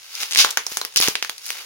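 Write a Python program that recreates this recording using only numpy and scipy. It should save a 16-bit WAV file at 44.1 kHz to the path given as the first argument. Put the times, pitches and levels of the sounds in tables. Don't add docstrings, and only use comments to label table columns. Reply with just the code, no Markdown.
import sys
import numpy as np
from scipy import signal
from scipy.fft import rfft, irfft, next_fast_len
from scipy.io import wavfile

SR = 44100
rng = np.random.default_rng(int(sys.argv[2]) if len(sys.argv) > 2 else 0)


def generate_wav(signal):
    frames = np.transpose(np.atleast_2d(signal))
    scaled = np.clip(frames, -1, 1) * 32767
    pcm = np.round(scaled).astype(np.int16)
    wavfile.write(sys.argv[1], SR, pcm)


N = 72765

# f/Hz, level/dB
FILM_SPECTRUM = [(40, -36), (150, -26), (400, -18), (700, -8.5), (1500, -1.5), (2600, 3), (5000, 3),
                 (9000, -8.5), (16000, -7)]
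LAG_MS = 0.095


def amp(db):
    return 10 ** (np.asarray(db) / 20)


def unit(x):
    return x / np.sqrt(np.mean(x ** 2) + 1e-20)


def along(points, hz):
    f, values = np.transpose(points)
    return np.interp(np.log(hz + 1), np.log(f + 1), values)


def filtered(x, response):
    n = x.shape[-1]
    n_fft = 2 * next_fast_len(n // 2 + 2048)
    hz = np.fft.rfftfreq(n_fft, 1 / SR)
    return irfft(rfft(x, n_fft) * response(hz), n_fft)[..., :n]


def coloured(x, points, tilt_db_oct=0):
    def response(hz):
        gain_db = along(points, hz) + tilt_db_oct * np.log2(np.maximum(hz, 500) / 4000)
        cepstrum = irfft(np.log(amp(gain_db)))
        half = len(cepstrum) // 2
        return np.exp(rfft(np.r_[cepstrum[0], 2 * cepstrum[1:half], np.zeros(half)]))
    return filtered(x, response)


def at_ports(x, lag_ms):
    right = filtered(x, lambda hz: np.exp(-2j * np.pi * hz * lag_ms / 1000))
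    return np.array([x, right])


def add(out, start_s, x):
    i = max(0, round(start_s * SR))
    out[..., i:i + x.shape[-1]] += x[..., :out.shape[-1] - i]


def swing(t, hz, cycles):
    return np.sin(2 * np.pi * hz * t) * np.exp(-hz * t / cycles)


def background():
    # f/Hz, level/dB
    floor_spectrum = [(30, -10), (120, 1), (200, -24), (450, -6), (1500, -1), (5000, 6.5), (8000, 0.5),
                      (16000, -6.5)]
    hiss = unit(coloured(rng.standard_normal((2, N)), floor_spectrum))
    hum = np.sqrt(2) * np.sin(2 * np.pi * 124 * np.arange(N) / SR)
    return amp(-47) * hiss + amp(-77) * hum


def crinkles(per_s, spots=4, spread_db=8.5):
    shape = (spots, N)
    clicks = (rng.random(shape) < per_s / spots / SR) * rng.choice([-1, 1], shape)
    sizes = amp(spread_db * np.minimum(rng.standard_normal(shape), 2))
    lags_ms = LAG_MS + 0.072 * np.linspace(-1, 1, spots)
    return sum(at_ports(train, lag_ms) for train, lag_ms in zip(clicks * sizes, lags_ms))


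def handling():
    return amp(-45.5) * unit(coloured(crinkles(per_s=900), FILM_SPECTRUM))


def twists(ring_hz=4400, ring_width_oct=1):
    # peak t/s, level/dB, rise/(dB/s), fall/(dB/s), tilt/(dB/oct), ring/dB
    moves = [(.155, -38.5, 340, 898, 1, 14), (0.228, -23, 154, 289, 0.5, -1),
             (0.331, -29.5, 265, 89, 1, -1), (0.391, -10.5, 608, 336, -1.5, 12.5),
             (0.404, -8.5, 513, 320, 0.5, 6), (0.493, -28.5, 200, 348, -1.5, -4.5),
             (0.723, -29, 224, 213, 2, -4), (.775, -33, 237, 170, 13.5, 18),
             (.83, -43.5, 196, 141, -13.5, 29), (0.974, -16.5, 1704, 304, 1, 15),
             (1.036, -16, 408, 222, 0.5, -2), (1.095, -34, 703, 330, 26, -6),
             (1.275, -42.5, 209, 150, 8, 13), (1.452, -34.5, 447, 202, 10, 13),
             (1.503, -30.5, 193, 126, 2, -1), (1.581, -33.5, 138, 142, -1, -4)]

    def ring_band(hz):
        return np.exp(-(np.log2((hz + 1) / ring_hz) / ring_width_oct) ** 2)

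    t = np.arange(N) / SR
    out = np.zeros((2, N))
    for peak_s, level_db, rise_db_s, fall_db_s, tilt_db_oct, ring_db in moves:
        cloud = crinkles(per_s=9000 * amp(level_db + 12) ** 0.35)
        film = coloured(cloud, FILM_SPECTRUM, tilt_db_oct)
        ringing = filtered(film, lambda hz: amp(ring_db * ring_band(hz)))
        below_peak_db = np.maximum(rise_db_s * (peak_s - t), fall_db_s * (t - peak_s))
        out += unit(ringing) * amp(level_db - below_peak_db)
    return out


def snaps(pulse_rise_s=0.00006, crackle_rise_s=0.0001, crackle_t60_s=0.0031):
    # t/s, relative pulse level/dB, f/Hz, decay/cycles, relative crackle level/dB
    bursts = [(0.1529, -12.5, 5000, 1.5, -21), (0.226, -4, 4700, 0.36, -32), (.233, -1, 2650, 0.32, -39),
              (0.3105, -2, 3030, 0.22, -22.5), (0.3166, 2, 3330, 0.17, -32), (0.3232, 0.5, 3300, 0.35, -45),
              (.3337, 1, 3140, 0.26, -27), (0.3492, 3, 3480, 0.35, -14.5), (0.3510, -7, 2940, 0.18, -30),
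              (0.3595, 0, 2190, 0.56, -20), (0.3735, 4, 3700, 0.69, -9.5), (0.382, -1.5, 4340, 2, -11),
              (0.3884, 1.5, 2840, 1.5, -3.5), (.447, 2, 1096, 0.41, -8.5), (0.5065, -11, 7340, 2.3, -17),
              (0.51, -5, 6500, 0.43, -17.5), (0.57275, -1.5, 5900, 2.2, -13),
              (0.57282, 1.5, 1550, 0.42, -14), (0.57409, -4, 1500, 0.45, -21),
              (0.6662, -11.5, 5450, 3.5, -21), (0.6668, -20, 950, .4, -19), (0.7235, -11, 5000, 0.68, -27),
              (0.7712, 8, 6900, 0.44, -16), (0.7712, -2, 1310, 0.2, -33), (0.814, -17, 4080, 4.7, -24),
              (0.8152, -15.5, 1020, 0.64, -17.5), (0.8501, -8.5, 1190, 0.17, -14.5),
              (0.9437, -16, 8040, .5, -46), (0.9609, -1.5, 2850, 1.06, -5), (0.9701, 5, 4300, 0.64, -11.5),
              (0.9743, 6, 5200, 1.4, -9), (1.002, -9, 1300, .3, -13), (1.00205, -1, 10500, 2, -11),
              (1.0127, 2, 4900, 1.5, -8), (1.0243, 6.5, 2930, 0.47, -8), (1.0762, 4.5, 2580, 0.34, -22),
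              (1.084, -13.5, 910, 0.37, -6), (1.1543, 3.5, 2200, 0.35, -16),
              (1.2263, 2.5, 2130, 0.28, -17.5), (1.2481, -13.5, 1670, 0.94, -21),
              (1.296, -10.5, 1040, 0.19, -22), (1.2957, -21, 3290, 4, -16.5),
              (1.381, -18.5, 4340, 0.6, -27.5), (1.4565, -15, 5200, .8, -33), (1.464, -10, 12000, 1.2, -23),
              (1.4673, -8, 9000, .4, -26), (1.482, -9, 6000, 0.56, -32), (1.4913, -18, 6000, .5, -27),
              (1.5044, 0.5, 2320, 0.21, -16.5)]
    # f/Hz, level/dB
    crackle_spectrum = [(100, -28), (500, -10.5), (1500, -0.5), (5000, 8.5), (9000, 1.5), (16000, 2)]
    # t/s, right port lag/ms
    lag_path = [(.45, .11), (.6, .13), (.67, .18), (.85, .16), (1.0, .1), (1.3, .07)]
    t = np.arange(SR // 50) / SR
    envelope = amp(-60 * t / crackle_t60_s) * (1 - np.exp(-t / crackle_rise_s))
    out = np.zeros((2, N))
    for start_s, pulse_db, hz, cycles, crackle_db in bursts:
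        flow = swing(t, hz, cycles) * (1 - np.exp(-t / pulse_rise_s))
        pressure = np.diff(flow, prepend=0) * SR / (2 * np.pi * hz)
        crackle = coloured(rng.choice([-1, 1], (2, len(t))) * envelope, crackle_spectrum)
        lag_ms = np.interp(start_s, *np.transpose(lag_path))
        snap = amp(pulse_db) * at_ports(pressure, lag_ms) + amp(crackle_db) * crackle
        add(out, start_s, room(2 * snap))
    return out


def puffs(room_send_db=-12.5):
    # t/s, level/dB, f/Hz
    pushes = [(0.375, -23, 200), (0.447, -17, 395), (0.5723, -24, 109), (0.7194, -18, 550),
              (0.7708, -24.5, 129), (0.8513, -28.5, 250), (0.9603, -24.5, 300), (1.0014, -8, 375),
              (1.0838, 1, 354), (1.227, -22.5, 300)]
    t = np.arange(SR // 20) / SR
    air = np.zeros(N)
    for start_s, level_db, hz in pushes:
        add(air, start_s, amp(level_db) * swing(t, hz, cycles=0.17))
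    direct = at_ports(air, LAG_MS)
    reflected = room(direct)[:, :N] - direct
    return direct + amp(room_send_db) * reflected


def room(x, build_s=0.0023, scatter_t60_s=0.015):
    # f/Hz, T60/s
    tail_t60 = [(150, 0.16), (800, 0.22), (2500, 0.23), (6000, 0.14), (15000, 0.2)]
    # f/Hz, level/dB
    tail_spectrum = [(100, 5), (280, -0.5), (430, 3.5), (650, 1.5), (1500, -3), (5000, 1.5), (15000, 0)]
    # f/Hz, level/dB
    scatter_spectrum = [(100, -26), (700, -6), (2000, -4.5), (15000, 0)]
    hz, frame_s, bands = signal.stft(rng.standard_normal((2, SR // 5)), SR, nperseg=256)
    decay = amp(-60 * frame_s / along(tail_t60, hz)[:, None])
    _, tail = signal.istft(bands * decay, SR, nperseg=256)
    t = np.arange(tail.shape[1]) / SR
    tail *= 1 - np.exp(-(t / build_s) ** 2)
    impulse = amp(-6.5) * coloured(tail / np.linalg.norm(tail[0]), tail_spectrum)
    t = t[:SR // 40]
    scatter = rng.standard_normal((2, len(t))) * amp(-60 * t / scatter_t60_s) * (t > 0.0004)
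    add(impulse, 0, amp(-6) * coloured(scatter / np.linalg.norm(scatter[0]), scatter_spectrum))
    impulse[:, 0] += 1
    return signal.fftconvolve(x, impulse, axes=1)


def scene():
    balance_db = 0.16
    crinkling = room(handling() + twists())[:, :N]
    wrap = crinkling + snaps() + puffs()
    return wrap * amp([[balance_db], [-balance_db]]) + background()


def record(dry):
    # f/Hz, gain/dB
    mic_response = [(30, -13), (300, 0.5), (460, 3.5), (610, -3.5), (800, -1), (3500, -1.5), (5200, -1),
                    (6500, 2), (7600, -4), (10500, 1.5), (13000, -4.5), (16000, -2.5)]
    clipped = np.clip(coloured(dry, mic_response), -0.88, 0.88)
    return filtered(clipped, lambda hz: hz < 16000)


dry = scene()
out = record(dry)
generate_wav(out)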